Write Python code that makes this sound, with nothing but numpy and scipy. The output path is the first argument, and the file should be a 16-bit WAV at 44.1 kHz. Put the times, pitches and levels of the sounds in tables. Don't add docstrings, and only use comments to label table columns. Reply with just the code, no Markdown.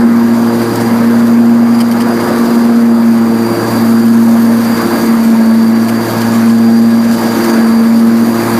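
import sys
import numpy as np
from scipy import signal
from scipy.fft import rfft, irfft, next_fast_len
from scipy.io import wavfile
from scipy.ndimage import uniform_filter1d, map_coordinates

SR = 44100
rng = np.random.default_rng(int(sys.argv[2]) if len(sys.argv) > 2 else 0)


def output_pcm(signal):
    pcm = np.clip(np.atleast_2d(signal).T, -1, 1) * 32767
    wavfile.write(sys.argv[1], SR, np.round(pcm).astype(np.int16))


N = 378819

# t/s, air level/dB, hiss level/dB
GRASS_LOAD = [(0.0, -18.3, -36.8), (.35, -18.5, -33.3), (.7, -19.3, -33.6), (1.05, -17.5, -32.6),
              (1.9, -19.5, -35), (2.5, -17, -31.2), (2.85, -19.7, -34.3), (3.5, -19.4, -34.2),
              (3.73, -18.3, -31.3), (4.09, -19.6, -31.8), (4.4, -17.3, -30), (5.1, -18.2, -30.1),
              (6.05, -21.1, -33), (6.43, -18.7, -30), (6.82, -21.2, -33.3), (7.45, -17.2, -29.1),
              (7.92, -19.2, -32), (8.3, -18.1, -29.6)]


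def amp(db):
    return 10 ** (np.asarray(db) / 20)


def unit(x):
    return x / np.sqrt(np.mean(x ** 2) + 1e-20)


def curves(rows):
    times, *columns = np.transpose(rows)
    return [np.interp(np.arange(N) / SR, times, column) for column in columns]


def wobble(rate):
    points = rng.standard_normal(int(N * rate / SR) + 4)
    return map_coordinates(points, [np.arange(N) * rate / SR])


def filtered(x, response):
    size = next_fast_len(N + SR // 2)
    return irfft(rfft(x, size) * response(np.fft.rfftfreq(size, 1 / SR)), size)[:N]


def coloured(x, spectrum):
    f, db = np.transpose(spectrum)
    return unit(filtered(x, lambda hz: amp(np.interp(np.log(hz + 1), np.log(f), db))))


def patchy(x, depth_db, span_bins=10, hold_frames=12):
    spectra = signal.stft(x, nperseg=512)[2]
    patches = uniform_filter1d(rng.standard_normal(spectra.shape), span_bins, 0)
    patches = uniform_filter1d(patches, hold_frames, 1)
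    return signal.istft(spectra * amp(depth_db * unit(patches)), nperseg=512)[1][:N]


def resonance(f, centre_hz, width_hz):
    return 1j * f * width_hz / (centre_hz ** 2 - f ** 2 + 1j * f * width_hz)


def tone(phase):
    return np.sqrt(2) * np.sin(phase)


def beat(slip, harmonic, depth_db):
    floor = amp(depth_db) ** 2
    return np.sqrt(floor + (1 - floor) * np.sin(np.pi * harmonic * slip) ** 2)


def blades(phase, hum_db=-25, drone_db=-5.1, buzz_db=-1.8, sway_db=.5, flutter_db=.55):
    # t/s, fade depth/dB
    fades = [(-.8, -14), (.71, -16), (2.24, -13), (3.58, -25), (4.88, -13), (6.08, -22), (7.36, -10),
             (8.5, -15), (9.6, -14)]
    # t/s, level/dB
    third_levels = [(0, -22.5), (.68, -18.5), (.97, -26), (1.55, -21.5), (1.86, -31), (2.25, -18.5),
                    (2.8, -22.5), (4.25, -20.5), (4.48, -33), (4.92, -18.5), (5.25, -28), (6.05, -22.5),
                    (6.3, -30), (6.68, -20.5), (7.1, -28), (7.52, -18), (7.82, -29), (8.3, -20)]
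    # t/s, level/dB
    fourth_levels = [(0, -28), (.35, -34), (.65, -24.5), (1.85, -34), (2.08, -26), (2.9, -26.5),
                     (3.08, -34), (3.3, -26), (4.3, -30), (4.8, -26.5), (5.9, -35), (6.7, -28), (7.05, -31),
                     (7.4, -27), (8.59, -30)]
    # multiple of the pass rate, relative level/dB
    buzz_tones = [(5, -36), (6, -38), (7, -36.5), (8, -36.5), (9, -41), (10, -37), (11, -44)]
    fade_times, _ = np.transpose(fades)
    slip = np.interp(np.arange(N) / SR, fade_times, (np.arange(len(fades)) - 1) / 2)
    depth_db, = curves(fades)
    third_db, = curves(third_levels)
    fourth_db, = curves(fourth_levels)
    hum_gain = amp(hum_db + sway_db * wobble(9))
    hum_gain *= beat(slip - .625, harmonic=1, depth_db=-12)
    drone_gain = amp(drone_db + sway_db * wobble(9) + flutter_db * wobble(35))
    drone_gain *= beat(slip, harmonic=2, depth_db=depth_db + 3 * wobble(16))
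    hum = hum_gain * tone(phase + .08 * wobble(12) + 1.24 * wobble(1))
    drone = drone_gain * tone(2 * phase + .05 * wobble(25))
    third = amp(third_db + 1.6 * wobble(10)) * tone(3 * phase + .45 * wobble(7.7) + 1.2 * wobble(1.5))
    fourth = amp(fourth_db + 2.5 * wobble(8.8)) * tone(4 * phase + .68 * wobble(7))
    buzz = sum(amp(db + 3.5 * wobble(4)) * tone(multiple * phase + 1.15 * wobble(9))
               for multiple, db in buzz_tones)
    return hum + drone + third + fourth + amp(buzz_db) * buzz


def deck_air(phase, churn_db=-1, roar_db=-2.17, chop=.1, gust_db=.45, edge_hz=2300, edge_width_hz=550):
    # f/Hz, relative level/dB
    churn_spectrum = [(20, -27.5), (70, -26.5), (105, -14), (135, -14), (175, -4.5), (215, 2.5), (285, 2),
                      (330, -1.5), (400, -15), (700, -41)]
    # f/Hz, relative level/dB
    roar_spectrum = [(150, -19), (380, 1.5), (650, 1.5), (760, -1.5), (950, 0), (1170, -1.5), (1350, -4),
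                     (1530, -5), (1650, -4), (1850, -9.5), (2120, -10.5), (2500, -17), (3300, -26.5),
                     (7000, -51)]
    # t/s, gain/dB
    edge_gains = [(0, -.8), (4.5, -1.2), (5.3, 1), (8.59, 1.6)]
    flow_db, _ = curves(GRASS_LOAD)
    edge_db, = curves(edge_gains)
    churn = coloured(rng.standard_normal(N), churn_spectrum)
    swirls = patchy(rng.standard_normal(N), depth_db=1.5, span_bins=6)
    roar = coloured(swirls * (1 + chop * np.sin(phase)), roar_spectrum)
    edge = filtered(roar, lambda hz: np.exp(-((hz - edge_hz) / edge_width_hz) ** 2))
    roar += (amp(edge_db) - 1) * edge
    return amp(flow_db) * (amp(churn_db) * churn + amp(roar_db + gust_db * wobble(25)) * roar)


def clippings(phase, hiss_db=1, ring_db=-8, chop=.099, clump_db=1, ticks_per_s=700, fine_hz=8300):
    # f/Hz, relative level/dB
    hiss_spectrum = [(1000, 3.5), (3000, 0), (4200, 3.5), (5100, 1.5), (6200, 1), (7200, 1), (7900, -2),
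                     (8800, 0), (10000, 0.5), (12000, 2), (13500, 2.5), (14300, -3), (15200, -6.5)]
    # f/Hz, relative level/dB
    ring_spectrum = [(3000, -42), (4100, -12), (4550, -2), (4750, 2), (4900, -6.5), (5100, -30),
                     (6000, -60)]
    # t/s, treble level over the rest/dB
    fineness = [(0.0, -1), (1.2, -.3), (2.1, -1.3), (4.5, 2.2), (5.77, -.7), (7.1, -1.4), (8.58, 1.3)]
    _, cut_db = curves(GRASS_LOAD)
    fine_db, = curves(fineness)
    ticks = unit((rng.random(N) < ticks_per_s / SR) * rng.standard_normal(N))
    throw = (1 + chop * np.sin(phase + wobble(6))) * amp(clump_db * wobble(80))
    impacts = (rng.standard_normal(N) + .38 * ticks) * throw
    spray = coloured(patchy(impacts, depth_db=1.2), hiss_spectrum)
    coarse = filtered(spray, lambda hz: 1 / (1 + (hz / fine_hz) ** 10))
    hiss = amp(-fine_db / 2) * coarse + amp(fine_db / 2) * (spray - coarse)
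    ring = coloured(rng.standard_normal(N), ring_spectrum)
    return amp(cut_db + .5 * wobble(11)) * (amp(hiss_db) * hiss + amp(ring_db) * ring)


def motor(phase, cycles_per_pass=41.18, passes_per_belt=14, swing_hz=56, clean_hz=8, rough_hz=27):
    # t/s, level/dB
    whine_levels = [(0, -42.5), (1, -40.5), (1.4, -43), (2.3, -39.5), (3.05, -43.5), (3.45, -36.5),
                    (3.96, -37), (4.15, -44), (5.15, -35), (5.37, -43), (5.48, -36), (6.0, -37.3),
                    (6.45, -43), (6.65, -34), (7.8, -35.5), (8.02, -43), (8.25, -38)]
    level_db, = curves(whine_levels)
    jitter_hz = clean_hz + (rough_hz - clean_hz) / (1 + np.exp(level_db + 39.5))
    belt_tug = -np.abs(np.sin(phase / passes_per_belt / 2))
    offset_hz = swing_hz * (belt_tug - belt_tug.mean()) + jitter_hz * wobble(160)
    gain = amp(level_db + 1.4 * wobble(9) + 2.1 * wobble(45))
    return gain * tone(cycles_per_pass * phase + 2 * np.pi * np.cumsum(offset_hz) / SR)


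def drive(pitch_hz=1648, waver_hz=18, flutter_db=3.5):
    # t/s, level/dB
    whirr_levels = [(0, -38), (1.7, -48), (3, -43), (4.9, -37), (5.8, -37), (6.8, -38), (7.2, -34),
                    (7.6, -31), (7.95, -45), (8.59, -36)]
    level_db, = curves(whirr_levels)
    phase = 2 * np.pi * np.cumsum(pitch_hz + waver_hz * wobble(60)) / SR
    return amp(level_db) * unit(amp(flutter_db * wobble(25)) * tone(phase))


def rattles(level_db=11, click_db=-6, taps_per_s=1500, release_s=.004):
    # t/s, relative level/dB, time before dying away/s, share of dry click (0-1)
    bumps = [(.617, -31, .015, .3), (.756, -24, 0.0046, .8), (.803, -31, 0.022, 0.5), (1.742, -34, .02, 0),
             (1.785, -31, .01, .05), (1.802, -24, 0.016, 0.15), (1.913, -26, 0.0099, 0.1),
             (2.003, -28, 0.019, .08), (2.2, -32, .012, .2), (2.547, -32, .01, 0.35),
             (4.067, -31, .015, 0.2), (4.13, -33, .012, 0.2), (4.446, -31, .01, .2),
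             (5.885, -25, .014, 0.31), (6.206, -27.5, .014, 0.35), (6.491, -29, .018, 0.12),
             (7.112, -28, .04, .7), (7.441, -27, .01, .3), (7.496, -27, .006, 0.59),
             (7.993, -28, 0.0092, .3)]
    # f/Hz, width/Hz, relative level/dB
    steel_notes = [(2200, 360, 1), (3060, 260, -1), (4690, 350, 3.5), (7270, 140, -7), (8610, 130, 0),
                   (10400, 130, -3.5), (11200, 180, -2), (12300, 220, -11)]
    force = np.zeros((2, N))
    for start_s, db, hold_s, click_share in bumps:
        start = round(start_s * SR)
        age = np.arange(min(SR // 8, N - start)) / SR
        flurry = amp(db) * np.exp(-np.maximum(age - hold_s, 0) / release_s)
        force[:, start:start + len(age)] += np.outer([1 - click_share, click_share], flurry)
    taps = unit((rng.random(N) < taps_per_s / SR) * rng.choice([-1, 1], N))
    ring_taps, click_taps = force * taps
    ring = filtered(ring_taps,
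                    lambda f: sum(amp(db) * resonance(f, hz, width) for hz, width, db in steel_notes))
    click = filtered(click_taps, lambda f: resonance(f, centre_hz=6000, width_hz=6900))
    return amp(level_db) * (ring + amp(click_db) * click)


def scene():
    # t/s, blade pass rate/Hz
    blade_speed = [(0.0, 116.9), (0.83, 116.2), (1.05, 116.7), (1.54, 117.2), (1.88, 117.2), (2.52, 117.2),
                   (2.78, 116.8), (3.25, 114.6), (4.69, 115.5), (5.17, 114.4), (5.48, 112.6), (5.72, 113.5),
                   (6.02, 114.8), (6.55, 114.5), (7.17, 115.6), (7.66, 113.8), (8.23, 115.2), (8.58, 115)]
    pass_hz, = curves(blade_speed)
    phase = 2 * np.pi * np.cumsum(pass_hz) / SR
    return (blades(phase) + deck_air(phase) + clippings(phase) + motor(phase) + drive() + rattles())[None]


def volume_control(x, rest_db=-7, squeeze=.41, follow_s=.033):
    memory = np.exp(-1 / (follow_s * SR))
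    power = signal.lfilter([1 - memory], [1, -memory], x ** 2, zi=[amp(rest_db) ** 2])[0]
    excess_db = 10 * np.log10(power + 1e-9) - rest_db
    return x * amp(-squeeze * excess_db)


def record(dry, peak_hardness=9, top_hz=15330):
    x = volume_control(dry[0])
    x = x / (1 + np.abs(x) ** peak_hardness) ** (1 / peak_hardness)
    return filtered(x, lambda hz: hz < top_hz)[None]


dry = scene()
out = record(dry)
output_pcm(out)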